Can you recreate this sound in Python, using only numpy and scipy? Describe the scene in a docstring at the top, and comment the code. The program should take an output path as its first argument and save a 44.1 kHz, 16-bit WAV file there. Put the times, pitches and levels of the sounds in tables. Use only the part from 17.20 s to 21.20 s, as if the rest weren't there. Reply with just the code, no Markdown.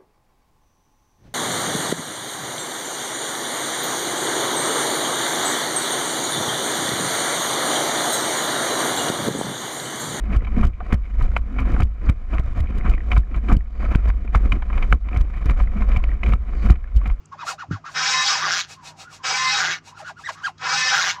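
"""At a wooden nest box in a quiet yard, close up, on one microphone.
A duck hidden by the box hisses three times while a hand lays eggs in the straw. Each hiss is air
rushing through the windpipe: it whistles on the pipe's resonances at its crest and ends in a
fluttering rasp. The bird also pants and peeps softly, and the boards give short reflections.
There is one small tick, one dull bump and a faint low hum throughout."""
import sys
import numpy as np
from scipy import signal
from scipy.fft import rfft, irfft
from scipy.io import wavfile

SR = 44100
rng = np.random.default_rng(int(sys.argv[2]) if len(sys.argv) > 2 else 0)


def wav_out(sig):
    """Save sig, one row per channel (or a flat mono array), as 16-bit PCM at SR to the path in sys.argv[1]."""
    wavfile.write(sys.argv[1], SR, np.round(np.clip(np.atleast_2d(sig).T, -1, 1) * 32767).astype(np.int16))


N = 176400


def undb(db):
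    """Decibels to gain."""
    return 10 ** (np.asarray(db) / 20)


def unit(x):
    """Scale to rms 1."""
    return x / np.sqrt(np.mean(x ** 2))


def bell(x):
    """Smooth hump, 1 at zero."""
    return np.exp(-np.minimum(x ** 2, 60))


def freqs():
    """Frequency of every spectral bin."""
    return np.arange(N // 2 + 1) * SR / N + 1e-3


def noise(gain):
    """Noise of rms 1, shaped by a gain per bin."""
    return unit(irfft(rfft(rng.standard_normal(N)) * gain, N))


def colour(points):
    """Gain per bin from (Hz, dB) points."""
    hz, db = np.array(points).T
    return undb(np.interp(np.log(freqs()), np.log(hz), db))


def walk(rate_hz):
    """Smooth random motion of spread 1."""
    return noise(1 / (1 + (freqs() / rate_hz) ** 2))


def tone(hz, width_hz, rough):
    """A sine partly broken up into narrow noise; rough runs from 0 to 1."""
    phase = 2 * np.pi * (np.cumsum(hz * np.ones(N)) / SR + rng.random())
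    amplitude = np.sqrt(2 * (1 - rough ** 2)) + rough * walk(width_hz)
    return amplitude * np.sin(phase) + rough * walk(width_hz) * np.cos(phase)


# Ambience of the yard (frequency [Hz], relative level [dB])
YARD_SPECTRUM = [(15, -31), (25, 3.5), (217, -9.5), (354, -12.5), (575, -23.5), (1290, -16), (1700, -28),
                 (2690, -26.5), (4030, -39.5), (4610, -31.5), (6920, -36), (10400, -66), (16000, -61)]
# Low hum in the background (frequency [Hz], level [dB])
HUM_TONES = [(98, -58.5), (155, -58.5)]

def yard():
    """The quiet bed of the place, with a wavering low hum."""
    ambience = undb(-54) * noise(colour(YARD_SPECTRUM))
    return ambience + sum(undb(db) * tone(hz, width_hz=24, rough=.42) for hz, db in HUM_TONES)


def tick(t, at_s=.058, half_s=.0019, hz=7000):
    """One light handling tick: a very short burst of treble noise."""
    return undb(-46.5) * bell((t - at_s) / half_s) * noise(bell((freqs() - hz) / 1600))


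# Raspy breath, in the peeps and at the end of each hiss (frequency [Hz], relative level [dB])
RASP_SPECTRUM = [(120, -86), (200, -55.5), (254, -47.5), (340, -12.5), (529, -19), (590, -15.5), (899, -1),
                 (1020, -27), (1210, 10), (1320, -16), (1450, 8), (2330, -11), (3620, -11.5), (6050, -13.5),
                 (7140, -18), (8120, -38), (16000, -47)]
# Peeps by the box (top of the arch [s], rise [s], fall [s], top pitch [Hz], level [dB],
# lag of the loudest point [s], overtone offset [dB], relative breath level [dB])
PEEP_CALLS = [(.128, 0.015, 0.029, 1133, -36.5, 0.0016, -26, -13),
              (0.207, 0.034, 0.04, 1280, -30.5, 0.0096, -4, -10.5),
              (0.288, .03, 0.042, 1378, -27.5, -0.01, -25, -8.5),
              (0.406, 0.027, 0.031, 1465, -30.5, -0.0032, -4.5, -10),
              (0.529, .025, 0.041, 1507, -31.5, -0.0062, -14.5, -7),
              (.649, 0.0094, 0.01, 1213, -36.5, -0.0033, -18, -22),
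              (0.67, 0.024, 0.04, 1364, -36, -0.0066, -3.5, -2.5),
              (1.12, 0.052, 0.056, 1223, -27, -0.0074, 1, 0),
              (1.25, 0.051, 0.045, 1223, -22.5, -0.01, -30, -23),
              (1.571, 0.038, 0.14, 1059, -49, 0.032, -13, -10),
              (1.698, 0.087, 0.11, 970, -51, 0.0083, -24, -19),
              (1.892, .075, 0.058, 1426, -45.5, -0.021, -13, -12),
              (2.01, 0.036, .05, 1050, -46.5, 0.0093, -20, -11),
              (2.72, .07, 0.08, 1013, -48, -0.021, -8, -15),
              (2.772, 0.039, 0.031, 1400, -37.5, 0.054, 0.5, -14),
              (2.871, 0.05, .031, 1490, -32.5, 0.025, -6, -6.5),
              (2.979, 0.023, 0.032, 1470, -42, 0.015, -4, -23),
              (3.063, 0.032, .023, 1961, -31, .004, 0, -13),
              (3.086, 0.0087, 0.017, 1077, -25.5, 0.011, 2, -4),
              (3.194, 0.06, 0.052, 1250, -41.5, -0.0094, -27, -5),
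              (3.254, 0.028, .03, 1627, -23.5, .006, 1.5, -32),
              (3.756, 0.056, 0.082, 1614, -23, -0.025, -4, -11.5),
              (3.99, 0.12, 0.013, 1021, -33.5, 0.037, -5, -21)]

def peeps(t, rough=.72, width_hz=120, limit_oct=1.25, overtone_step_db=-5):
    """Breathy whistles whose pitch arches up and drops away."""
    out, breath = np.zeros(N), noise(colour(RASP_SPECTRUM))
    steady = np.sqrt(2 * (1 - rough ** 2))
    widths_hz = width_hz * np.sqrt([1, 2, 3, 4])  # one per harmonic
    wobbles = [steady + rough * (walk(width) + 1j * walk(width)) for width in widths_hz]
    for top, rise, fall, hz, db, lag, overtone_db, breath_db in PEEP_CALLS:
        near = np.abs(t - top) < .2
        u = t[near] - top
        drop_oct = np.where(u < 0, .36 * (u / rise) ** 2, .8 * (u / fall) ** 2)
        pitch = hz * 2 ** -(limit_oct * np.tanh(drop_oct / limit_oct))
        phase = 2 * np.pi * np.cumsum(pitch) / SR
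        attack, release = .58 * max(rise + lag, .01), .97 * max(fall - lag / 2, .01)
        swell = undb(-8 * ((u - lag) / np.where(u < lag, attack, release)) ** 2)
        voice = undb(breath_db) * breath[near]
        for k, wobble in enumerate(wobbles, 1):
            gain = undb(overtone_db + overtone_step_db * (k + .5)) if k > 1 else 1
            voice += gain * np.real(wobble[near] * np.exp(1j * k * phase))
        out[near] += undb(db) * swell * voice
    return signal.sosfilt(signal.butter(4, 620, "high", fs=SR, output="sos"), out)


def box_reflections(x, t, t60_s=.07, wet_db=-8):
    """Short, dense reflections reach the microphone from the boards and the wall."""
    tail = rng.standard_normal(N) * np.exp(-np.log(1000) * t / t60_s) * (t > .002)
    wet = signal.fftconvolve(x, tail / np.sqrt(np.sum(tail ** 2)))[:N]
    return (x + undb(wet_db) * wet) / np.sqrt(1 + undb(wet_db) ** 2)


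def pipe_ring(spacing_hz=255, width_hz=20, scatter_db=2):
    """Turbulence ringing in the windpipe's row of resonances, which widen towards the treble."""
    f, response = freqs(), 0
    for k in range(2, 32):
        detuning = (f - k * spacing_hz) / (width_hz * (1 + k / 20))
        response += undb(scatter_db * rng.standard_normal()) / (1 + detuning ** 2)
    return noise(response)


def breath_spectrum(ringing, points, ring_mix):
    """Spectrum of ringing air and plain rush, mixed and given one colour."""
    air = np.sqrt(ring_mix) * ringing + np.sqrt(3 * (1 - ring_mix)) * rng.standard_normal(N)
    return rfft(air) * colour(points)


# Panting breath (frequency [Hz], relative level [dB])
PANT_SPECTRUM = [(240, -80), (400, -20), (777, -9), (994, -8), (1090, -14.5), (1200, -8.5), (1960, -15),
                 (2670, -10), (3120, -16), (4110, -12), (6850, -14), (16000, -43)]
# Puffs by the box (time [s], half length [s], level [dB])
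PANT_PUFFS = [(0.297, .03, -29.5), (0.73, 0.035, -47.5), (1.519, .03, -40), (1.675, 0.032, -39.5),
              (1.814, .03, -41), (1.945, 0.032, -43), (2.682, 0.029, -45), (2.8, 0.026, -46.5),
              (2.887, .025, -47.5), (3.014, 0.029, -49.5), (3.091, 0.012, -40.5), (3.133, 0.021, -44),
              (3.266, 0.028, -41.5)]

def pants(t):
    """The bird's short puffs of air, a little hollow from the windpipe."""
    air = unit(irfft(breath_spectrum(pipe_ring(), PANT_SPECTRUM, ring_mix=.4), N))
    return air * sum(undb(db) * bell((t - s) / half) for s, half, db in PANT_PUFFS)


def windpipe(ringing, points, ring_mix, region_hz=700, wander_db=2.4, split_hz=2380):
    """Rushing air as a throat band and a treble band; broad regions swell as the bill moves."""
    spectrum = breath_spectrum(ringing, points, ring_mix)
    position = np.minimum(freqs() / region_hz, 11)
    air = np.zeros(N)
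    for k in range(12):
        region = irfft(spectrum * np.clip(1 - np.abs(position - k), 0, 1), N)
        air += region * undb(wander_db * walk(rate_hz=16))
    low = 1 / np.sqrt(1 + (freqs() / split_hz) ** 12)
    return [unit(irfft(rfft(air) * band, N)) for band in (low, np.sqrt(1 - low ** 2))]


# Open rush that starts a hiss (frequency [Hz], relative level [dB])
RUSH_SPECTRUM = [(120, -62), (200, -30), (245, -32), (380, -22.5), (473, -16), (647, -18), (777, -9),
                 (1120, -5.5), (1480, 0), (1740, -6), (1840, -8.5), (1980, -11.5), (2650, -12.5),
                 (5230, -11), (7410, -21.5), (10900, -47), (16000, -48.5)]
# Airflow, one curve per hiss (time [s], level [dB], treble offset [dB])
HISS_FLOW = [
    [(0.73, -45, 0), (0.768, -22, -4), (0.934, -24, 4), (0.942, -19, -4.5), (1.044, -21.5, 0.5),
     (1.08, -26.5, 8.5), (1.12, -26.5, 6), (1.21, -27, -3.5), (1.242, -23, -6), (1.35, -25.5, 4),
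     (1.41, -32.5, 10.5), (1.426, -42, 7), (1.448, -42.5, 0), (1.47, -56, 0)],
    [(2.02, -49, -26), (2.024, -47, -2), (2.048, -20.5, -9.5), (2.076, -24, 0.5), (2.26, -20.5, -4),
     (2.296, -20, -2.5), (2.34, -22, -1), (2.38, -24, 1), (2.5, -21.5, -6.5), (2.516, -25, 1.5),
     (2.53, -30.5, 3), (2.586, -39, -7), (2.596, -70, -11), (2.61, -59.5, -19)],
    [(3.37, -66, 0), (3.384, -51.5, 8.5), (3.388, -49.5, -8), (3.418, -29, -13.5), (3.45, -22.5, -9),
     (3.544, -21.5, 0), (3.742, -20.5, -3.5), (3.826, -27.5, 6.5), (3.838, -20, -5), (3.91, -29.5, 9),
     (3.92, -39.5, 9.5), (3.96, -44.5, -2), (3.99, -61, -3)],
]
# Course of each hiss (crest [s], half length of the whistling [s], rasp onset [s],
# flutter depth [0-1], closing squeak [s], favoured resonance [Hz], second favoured resonance [Hz])
HISS_STAGES = [(.98, .11, 1.2, .9, 1.4, 1038, 3832), (2.245, .125, 2.39, .45, 2.54, 1038, 2072),
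               (3.635, .115, 3.75, .55, 3.9, 1765, 2550)]
# Windpipe resonances that whistle (frequency [Hz], relative level [dB], effort where it speaks [0-1])
PIPE_WHISTLES = [(813, -9, .35), (1038, -9, .92), (1190, -13, .95), (1512, -1, .45), (1765, -6, .9),
                 (1930, -14, .95), (2072, -11, .9), (2330, -9, .4), (2550, -13, .85), (2790, -15, .7),
                 (3832, -14, .9), (4880, -15, .7), (5550, -16, .95)]

def hisses(t, flutter_hz=178, flutter_jitter=.0361, crest_dip_db=-7, favour_db=7):
    """Open rush, whistles that come and go with effort, then a fluttering rasp closing on a squeak."""
    out, ringing = np.zeros(N), pipe_ring()
    throat, treble = windpipe(ringing, RUSH_SPECTRUM, ring_mix=.7)
    rasp, rasp_treble = windpipe(ringing, RASP_SPECTRUM, ring_mix=.4)
    beat = np.sin(2 * np.pi * np.cumsum(flutter_hz * (1 + flutter_jitter * walk(29.5))) / SR)
    whistles = [tone(hz, width_hz=10, rough=.45) for hz, _, _ in PIPE_WHISTLES]
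    chest = tone(157.2, width_hz=42, rough=.66)
    squeak = tone(2240, width_hz=52, rough=.23)
    for curve, (crest, half, rasp_s, depth, close_s, *favoured) in zip(HISS_FLOW, HISS_STAGES):
        times, flow_db, treble_db = np.array(curve).T
        gate = np.clip(np.minimum(t - times[0], times[-1] + .059 - t) / .023, 0, 1)
        flow = undb(np.interp(t, times, flow_db)) * gate
        bright = undb(np.interp(t, times, treble_db) - 1.5)
        effort = 1 - ((t - crest) / half) ** 2
        rush = throat * undb(-2 + crest_dip_db * np.clip(effort, 0, 1)) + bright * treble
        # The rush crossfades into the rasp, where one resonance squeals up 0.45 octave.
        rasp_mix = np.clip((t - rasp_s) / .05 + .5, 0, 1)
        rising = np.clip((t - rasp_s) / (close_s - rasp_s), 0, 1)
        squeal = undb(-9) * tone(1313 * 2 ** (.45 * rising), width_hz=134, rough=.73)
        flutter = (1 + depth * beat) / np.sqrt(1 + depth ** 2 / 2)
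        rasping = flutter * (undb(-1) * rasp + squeal + bright * rasp_treble)
        air = np.sqrt(1 - rasp_mix) * rush + np.sqrt(rasp_mix) * rasping
        for whistle, (hz, db, speaks) in zip(whistles, PIPE_WHISTLES):
            lift_db = favour_db * bell((hz - np.array(favoured)) / 90).max()
            air += undb(db + lift_db - 1.5) * bell((effort - speaks) / .33) * whistle
        air += undb(4) * bell((t - close_s) / .011) * squeak
        air += undb(-28 + 3 * rasp_mix) * chest
        out += flow * air
    return out


def scene():
    """The bird by the box, the hand and the yard, heard from one spot in mono."""
    t = np.arange(N) / SR
    bird = box_reflections(hisses(t) + peeps(t) + pants(t), t)
    return (bird + tick(t) + bump(t) + yard())[None]


def record(dry, low_cut_hz=83, top_hz=15850):
    """Behind the microphone, the recorder thins the deep bass and cuts the top."""
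    thin = signal.sosfilt(signal.butter(2, low_cut_hz, "high", fs=SR, output="sos"), dry)
    return signal.sosfilt(signal.ellip(10, .2, 80, top_hz, fs=SR, output="sos"), thin)


# Knocks that make up the bump (time [s], level [dB], pitch [Hz], time to fall 60 dB [s])
BUMP_KNOCKS = [(.485, -28, 98, 0.22), (0.5102, -5.5, 151, 0.034), (.527, -15, 99, 0.092),
               (0.547, -22, 106, 0.067)]

def bump(t, overtone_hz=268.5, overtone_db=-13.5, attack_s=.0019):
    """One dull handling bump with small rebounds, each a low ring that dies quickly."""
    out = np.zeros(N)
    for s, db, hz, t60 in BUMP_KNOCKS:
        age = np.maximum(t - s, 0)
        ring = np.sin(2 * np.pi * hz * age) + undb(overtone_db) * np.sin(2 * np.pi * overtone_hz * age)
        envelope = (1 - np.exp(-age / attack_s)) * np.exp(-np.log(1000) * age / t60)
        out -= undb(db) * ring * envelope
    return out


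dry = scene()
out = record(dry)
wav_out(out)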